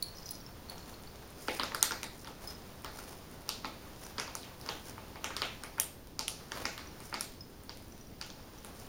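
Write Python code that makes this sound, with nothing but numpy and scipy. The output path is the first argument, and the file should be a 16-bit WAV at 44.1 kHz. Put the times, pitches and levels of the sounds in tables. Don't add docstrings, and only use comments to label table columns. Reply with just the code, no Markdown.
import sys
import numpy as np
from scipy import signal
from scipy.fft import rfft, irfft, next_fast_len
from scipy.io import wavfile
from scipy.ndimage import minimum_filter1d

SR = 44100
rng = np.random.default_rng(int(sys.argv[2]) if len(sys.argv) > 2 else 0)


def pcm_store(signal):
    levels = np.round(np.clip(np.atleast_2d(signal), -1, 1) * 32767)
    wavfile.write(sys.argv[1], SR, levels.astype(np.int16).T)


N = 391608
TIME = np.arange(N) / SR


def from_db(db):
    return 10 ** (np.asarray(db) / 20)


def rms_one(x):
    return x / np.sqrt(np.mean(x ** 2) + 1e-20)


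def at_hz(points, hz):
    row_hz, value = np.transpose(points)
    return np.interp(np.log(np.maximum(hz, 1)), np.log(row_hz), value)


def butter(x, hz, kind, order=2):
    return signal.sosfilt(signal.butter(order, hz, kind, fs=SR, output="sos"), x)


def noise(spectrum):
    size = next_fast_len(N)
    gain = from_db(at_hz(spectrum, np.fft.rfftfreq(size, 1 / SR)))
    return rms_one(irfft(rfft(rng.standard_normal(size)) * gain, size)[:N])


def drift(per_s):
    steps = rng.standard_normal(4000)
    return rms_one(np.interp(TIME * per_s, np.arange(len(steps)), steps))


def swell(s, rise_s):
    return np.exp(-np.minimum(np.square((TIME - s) / rise_s) * 2, 20))


def resonate(x, hz, width_hz):
    decay = np.exp(-np.pi * width_hz / SR)
    angle = 2 * np.pi * min(hz, .45 * SR) / SR
    feedback = [1, -2 * decay * np.cos(angle), decay * decay]
    return signal.lfilter(np.array([1, 0, -1]) * (1 - decay * decay) / 2, feedback, x + 1e-18)


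def one_ms_energy(x):
    return x / np.linalg.norm(x) * np.sqrt(SR / 1000)


def ring_part(force, modes, widen, pitch_spread=0.042, spread_db=3.5):
    ring = 0
    for k, (hz, width, db) in enumerate(modes):
        pitch = hz * np.exp(pitch_spread * rng.standard_normal())
        gain = from_db(db + spread_db * rng.standard_normal())
        ring += (-1) ** k * gain * resonate(force, pitch, width * widen)
    band_hz = [0.66 * modes[0][0], min(1.38 * modes[-1][0], SR * 4 / 9)]
    return one_ms_energy(butter(ring, band_hz, "band", order=3))


def add(track, s, sound):
    start = max(round(s * SR), 0)
    track[start:start + len(sound)] += sound[:max(N - start, 0)]


# frequency in Hz, relative level in dB.
RUMBLE_COLOUR = [(20, -1), (60, 0.5), (120, -2.5), (250, -5), (400, -8.5), (800, -19), (2000, -28),
                 (5000, -28), (9000, -43), (16000, -52)]
HISS_COLOUR = [(12500, -27.5), (14200, -8), (15000, 27), (15800, -5), (16500, -24)]
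def background(rumble_db=-51.5, hiss_db=-67.5):
    return from_db(rumble_db) * noise(RUMBLE_COLOUR) + from_db(hiss_db) * noise(HISS_COLOUR)


# time in seconds, relative level in dB.
SHUFFLE_LEVELS = [(0, -54.5), (1.3, -54), (1.6, -51), (2.8, -54), (3.9, -53), (4.8, -52.5), (6.1, -55.5),
                  (6.7, -51), (7.4, -58), (8.1, -59.5), (8.8, -53)]
# middle in seconds, relative dB of bright rustle and of dull scuff.
FUR_BRUSHES = [(0.743, -80, -51.5), (0.898, -64, -58), (1.43, -58, -74), (1.553, -52, -52),
               (2.19, -56.5, -75), (2.47, -57.5, -49.5), (2.985, -56.5, -53), (3.108, -60, -54.5),
               (4.055, -58, -54), (4.716, -72, -46), (4.877, -59, -56.5), (6.598, -61.5, -43),
               (7.06, -58.5, -65), (8.812, -61, -96)]
# frequency in Hz, relative level in dB.
SHUFFLE_COLOUR = [(200, -1.5), (450, 2), (900, 1), (1500, -3.5), (2400, -8.5), (4500, -9.5), (6500, -14),
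                  (9000, -17)]
RUSTLE_COLOUR = [(2500, -38), (5000, 5), (7500, 0.5), (10000, 2.5), (13000, -5), (16000, 0)]
def movement(shuffle_db=-1.5, rustle_db=-65, brush_db=3.5, scuff_db=-1, grain_db=3.5):
    shuffle = from_db(np.interp(TIME, *np.transpose(SHUFFLE_LEVELS)) + shuffle_db)
    brushes, scuffs = sum(from_db([[bright], [dull]]) * swell(s, rise_s=0.086)
                          for s, bright, dull in FUR_BRUSHES)
    grain = from_db(grain_db * drift(per_s=300))
    dull = np.hypot(shuffle * from_db(drift(per_s=35)), from_db(scuff_db) * scuffs * grain)
    bright = np.hypot(from_db(rustle_db), from_db(brush_db) * brushes * grain)
    return dull * noise(SHUFFLE_COLOUR) + bright * noise(RUSTLE_COLOUR)


# start and end in seconds, pitch in Hz, relative dB.
COLLAR_SWINGS = [(0.026, 0.52, 5430, -43), (0.146, 1.1, 4420, -48), (6.764, 7.12, 5480, -56),
                 (7.8, 8.717, 5700, -50)]
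def light_touches(clinks, per_swing=7, bounce_s=0.016, bounce_loss_db=14, shine_db=-22):
    touches = [(s + bounce_s, hz, db - bounce_loss_db, shine_db) for s, hz, db, _ in clinks]
    for start, end, hz, db in COLLAR_SWINGS:
        for k in range(per_swing):
            s = start + (end - start) * (k + rng.random()) / per_swing
            pitch = hz * np.exp(0.033 * rng.standard_normal())
            touches.append((s, pitch, db + 4 * rng.standard_normal(), shine_db))
    return touches


# start in seconds, pitch in Hz, relative level in dB, dB of shine on top.
BELL_CLINKS = [(0.025, 4365, -23, -3), (0.258, 5820, -37, -15), (0.308, 4330, -41, 11.5),
               (0.697, 4350, -33, -8.5), (0.941, 4300, -43.5, -19.5), (1.808, 5080, -43, -19),
               (2.474, 5105, -36.5, -2), (2.55, 5100, -47, -22), (4.049, 5900, -40, -22),
               (6.872, 5810, -43, -26), (7.408, 5150, -40.5, -31), (8.011, 5830, -45, -27)]
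# pitch in Hz, relative level of the lasting ring in dB.
BELL_MODES = [(4330, -42), (5080, 2), (5800, -27)]
# pitch in Hz, relative level in dB, seconds to fade by 60 dB (called t60).
BELL_OVERTONES = [(10240, -9.5, 0.084), (10600, -22, .04), (12160, -34, 0.073), (15700, 2, .016)]
def collar_bell(damped_t60=0.024, ring_t60=0.059, touch_s=0.00027, tick_db=-9, tick_s=0.0048, gain_db=1):
    t, out = TIME[:SR // 4], np.zeros(N)
    onset = 1 - np.exp(-t / touch_s)

    def tone(hz, t60):
        return np.sin(2 * np.pi * (hz * t + rng.random())) * from_db(-60 * t / t60)

    for s, hz, level_db, shine_db in BELL_CLINKS + light_touches(BELL_CLINKS):
        note = tone(hz * (1 + 0.0042 * rng.standard_normal()), damped_t60)
        ring = from_db(at_hz(BELL_MODES, hz)) * tone(hz, ring_t60)
        tick = from_db(tick_db) * butter(rng.standard_normal(len(t)), 4900, "high") * np.exp(-t / tick_s)
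        shine = tick + sum(from_db(db) * tone(f, t60) for f, db, t60 in BELL_OVERTONES)
        add(out, s, from_db(level_db) * (note + ring + from_db(shine_db) * shine) * onset)
    return from_db(gain_db) * out


# middle in seconds, rise time in seconds, relative level in dB.
PELLET_ROLLS = [(0.176, 0.027, -54.5), (0.294, 0.098, -54.5), (2.504, 0.052, -59)]
def rolling_pellet(taps_per_s=500, width_hz=170, overtone_db=-5, gain_db=6):
    taps = (rng.random(N) < taps_per_s / SR) * rng.standard_normal(N)
    shell = sum(from_db(db / 4) * resonate(taps, hz, width_hz) for hz, db in BELL_MODES)
    overtone = resonate(taps, BELL_OVERTONES[2][0], width_hz) / np.std(shell) / 2
    ring = butter(rms_one(shell) + from_db(overtone_db) * overtone, 4300, "high")
    return ring * sum(from_db(db + gain_db) * swell(s, rise_s) for s, rise_s, db in PELLET_ROLLS)


# pitch in Hz, width in Hz, relative level in dB.
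MOUTH_MODES = [(940, 426, -1.5), (1390, 440, 0), (1940, 960, -6.5)]
SNAP_MODES = [(2730, 1360, -5.5), (3680, 1080, -1.5), (5120, 1030, 3.5), (6240, 1120, -5.5)]
CRACK_MODES = [(8390, 2260, 0), (10540, 1260, -0.5), (12500, 5300, -6.5), (15640, 1000, -9.5)]
def chewing(per_s=14, level_db=-34, spread_db=4):
    ticks = (rng.random(N) < per_s / SR) * from_db(spread_db * np.clip(rng.standard_normal(N), -2, 1.5))
    skipped = rng.integers(0, 3, N)
    return from_db(level_db) * sum(from_db(db) * resonate(ticks * (skipped != k), hz, width)
                                   for k, modes in enumerate((MOUTH_MODES, SNAP_MODES, CRACK_MODES))
                                   for hz, width, db in modes)


SOFT_RUN_S, BRITTLE_RUN_S = 0.0012, 0.00018
def fracture(t, run_s, crumbs_per_s=330, crumb_db=-15, crumble_s=0.023):
    crack = rng.standard_normal(len(t)) * np.exp(-t / run_s)
    crumbs = (rng.random(len(t)) < crumbs_per_s / SR) * rng.standard_normal(len(t))
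    return crack / np.linalg.norm(crack), from_db(crumb_db) * crumbs * np.exp(-t / crumble_s)


# pitch in Hz, width in Hz, relative level in dB.
THUD_MODES = [(232, 88, 1.5), (500, 960, -2.5)]
# start in seconds, jaw force and nugget snap in relative dB,
# brittleness from 0 (soft) to 1, pitch of the nugget in Hz.
KIBBLE_BITES = [(0.7801, -57, -45.5, 0.5, 5200.0), (1.4829, -26, -31.5, 0.53, 4370),
                (1.5969, -23.5, -26, 0.38, 3500.0), (1.6334, -29, -30, 0.5, 4550),
                (1.7193, -35.5, -44.0, 0.2, 3300.0), (1.7469, -27, -31.5, 0.77, 3960),
                (1.8277, -25, -15.5, 0.78, 5360), (1.9085, -26, -33, 0.6, 4200.0),
                (1.92, -30, -28, 0.3, 4600), (2.0312, -29.5, -29, 0.67, 5300.0),
                (2.246, -39, -41, 0.5, 3820), (2.2723, -34.5, -39, 0.56, 4150),
                (2.8455, -31, -36, 0.59, 3960), (2.9879, -39.5, -52, 0.64, 4800.0),
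                (3.491, -32.5, -25.5, 0.65, 4300), (3.6454, -28.5, -38, 0.1, 3700.0),
                (3.6532, -44, -36.5, 0.1, 3800.0), (4.1819, -28, -31.0, 0.35, 4200.0),
                (4.1983, -31, -29.5, 0.6, 4530), (4.2775, -36.5, -41.5, 0, 4100.0),
                (4.3524, -37, -34, 0.81, 4900), (4.4314, -61, -42.5, 0.2, 3720),
                (4.613, -55, -44.5, 0.7, 4300.0), (4.6623, -39, -41.5, 0.64, 4600),
                (4.689, -30.5, -29, 0.0, 4830), (4.9797, -38, -57.5, 0.8, 3000.0),
                (5.1572, -37.5, -49, 0.3, 4000.0), (5.2429, -28.5, -28.5, 0.55, 4430),
                (5.3047, -33, -46, 0.31, 3800.0), (5.3659, -31, -29, 0.6, 4350),
                (5.4191, -24.5, -25.5, 0.36, 3920), (5.636, -32.5, -39.5, 0.82, 4800.0),
                (5.782, -31.5, -50, 0.83, 4400.0), (5.799, -33, -23, 0.93, 5220),
                (6.1925, -30, -23, 0.6, 4370), (6.2808, -34, -24, 0.78, 5000.0),
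                (6.5191, -31, -33, 0.52, 4440), (6.654, -26, -27, 0.45, 4780),
                (6.7782, -36.0, -37, 0.61, 4000.0), (7.0034, -41.5, -51, 0.92, 3700.0),
                (7.1264, -32, -52, 0.2, 4220), (7.1414, -29, -30, 0.48, 4030),
                (7.209, -35.5, -30, 0.85, 4780), (7.6937, -40.5, -36, 0.19, 4080),
                (8.213, -38.5, -32, 0.5, 4320), (8.3017, -48.0, -41, 0, 4440),
                (8.647, -44, -47.5, 0.96, 5600.0)]
def bites(usual_nugget_hz=4556):
    t, direct, to_room = TIME[:SR // 12], np.zeros(N), np.zeros(N)
    for s, jaw_db, nugget_db, brittle, nugget_hz in KIBBLE_BITES:
        snap = [(hz * nugget_hz / usual_nugget_hz, width, db) for hz, width, db in SNAP_MODES]
        parts = [(THUD_MODES, jaw_db - 5.5 - 6 * brittle),
                 (MOUTH_MODES, jaw_db),
                 (snap, nugget_db + 2.27),
                 (CRACK_MODES, nugget_db - 29 + 39.5 * brittle)]
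        room_db = -1.5 - 0.5 * brittle
        crack, crumbs = fracture(t, np.interp(brittle, [0, 1], [SOFT_RUN_S, BRITTLE_RUN_S]))
        for modes, db in parts:
            add(direct, s, from_db(db) * ring_part(crack + crumbs, modes, widen=0.54))
            add(to_room, s, from_db(db + room_db) * ring_part((t == 0) + crumbs, modes, widen=2.06))
    return direct, to_room


# pitch in Hz, width in Hz, relative level in dB.
TOCK_MODES = [(906, 55, -5.5), (1348, 97, -3.5)]
def jaws(grind_s=0.0076, grind_db=-14, tock_db=-6):
    t, out = TIME[:SR // 12], np.zeros(N)
    for s, jaw_db, *_ in KIBBLE_BITES:
        grind = rng.standard_normal(len(t)) * (t < grind_s)
        add(out, s - grind_s, from_db(jaw_db + grind_db) * ring_part(grind, MOUTH_MODES, widen=1))
        add(out, s, from_db(jaw_db + tock_db) * ring_part(t == 0, TOCK_MODES, widen=1, spread_db=7.5))
    return out


def break_clicks(soft_top_hz=2460, brittle_top_hz=14000):
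    t, out = TIME[:SR // 12], np.zeros(N)
    for s, _, nugget_db, brittle, _ in KIBBLE_BITES:
        top_hz = soft_top_hz * (brittle_top_hz / soft_top_hz) ** brittle
        _, crumbs = fracture(t, SOFT_RUN_S)
        click = butter(butter((t == 0) + crumbs, 1400, "high"), top_hz, "low")
        level_db = nugget_db - 18.5 + 9.5 * brittle
        add(out, s, from_db(level_db) * one_ms_energy(click))
    return out


def knock(start_s=1.485, level_db=-27):
    t, out = TIME[:SR // 12], np.zeros(N)
    add(out, start_s, from_db(level_db) * ring_part(t == 0, THUD_MODES, widen=0.87))
    return out


# frequency in Hz, seconds to fade by 60 dB.
ECHO_T60 = [(200, .5), (600, 0.34), (1400, 0.34), (3700, 0.42), (7000, 0.46), (10000, 0.09), (15000, 0.9)]
# frequency in Hz, level in dB.
ECHO_COLOUR = [(200, 0), (550, 4), (900, -2.5), (1300, -1.5), (2500, 5.5), (3700, 1.5), (5000, -4.5),
               (7000, 0), (10000, -0.5), (15000, -8.5)]
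def kitchen_echo(x, gap_s=0.001, build_s=0.0021):
    t = TIME[:SR * 3 // 5]
    edges_hz = np.geomspace(100, 18000, 16)
    build_up = 1 - np.exp(-np.maximum(t - gap_s, 0) / build_s)
    white, echo = rng.standard_normal((2, len(t))), 0
    for k, (low, high) in enumerate(zip(edges_hz, edges_hz[1:])):
        hz = np.sqrt(low * high)
        fade = from_db(-60 * t / at_hz(ECHO_T60, hz)) * build_up
        band = butter(white[k % 2], [low, high], "band") * fade / np.linalg.norm(fade)
        echo += band * from_db(at_hz(ECHO_COLOUR, hz))
    return signal.fftconvolve(x, echo)[:N]


def scene(bell_room_db=-6):
    crunches, to_room = bites()
    contacts = chewing() + jaws() + break_clicks() + knock()
    clinks = collar_bell() + rolling_pellet()
    echo = kitchen_echo(to_room + contacts + from_db(bell_room_db) * clinks)
    return (crunches + contacts + clinks + echo + background() + movement())[None]


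def treble_limiter(x, threshold_db=-19, depth_db=3.5, hold_s=0.31, release_db_per_s=9, attack_s=0.06):
    treble_db = 20 * np.log10(np.abs(butter(x, 7830, "high")) + 1e-9)
    cut_db = np.clip(2 * (treble_db - threshold_db), 0, depth_db)
    half_hold = int(hold_s * SR) // 2
    held_db = -minimum_filter1d(-cut_db, 2 * half_hold + 1, origin=half_hold, mode="constant")
    released_db = np.maximum.accumulate(held_db + release_db_per_s * TIME) - release_db_per_s * TIME
    lag = np.exp(-1 / (attack_s * SR))
    smooth_db = signal.lfilter([1 - lag], [1, -lag], released_db)
    bass = butter(x, 450, "low", order=1)
    return bass + (x - bass) * from_db(-smooth_db)


def record(dry, notch_hz=7830, notch_width_hz=700, top_hz=16000):
    notched = signal.lfilter(*signal.iirnotch(notch_hz, notch_hz / notch_width_hz, fs=SR), dry[0])
    top_cut = signal.ellip(10, .3, 80, top_hz, fs=SR, output="sos")
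    return signal.sosfilt(top_cut, treble_limiter(notched))[None]


dry = scene()
out = record(dry)
pcm_store(out)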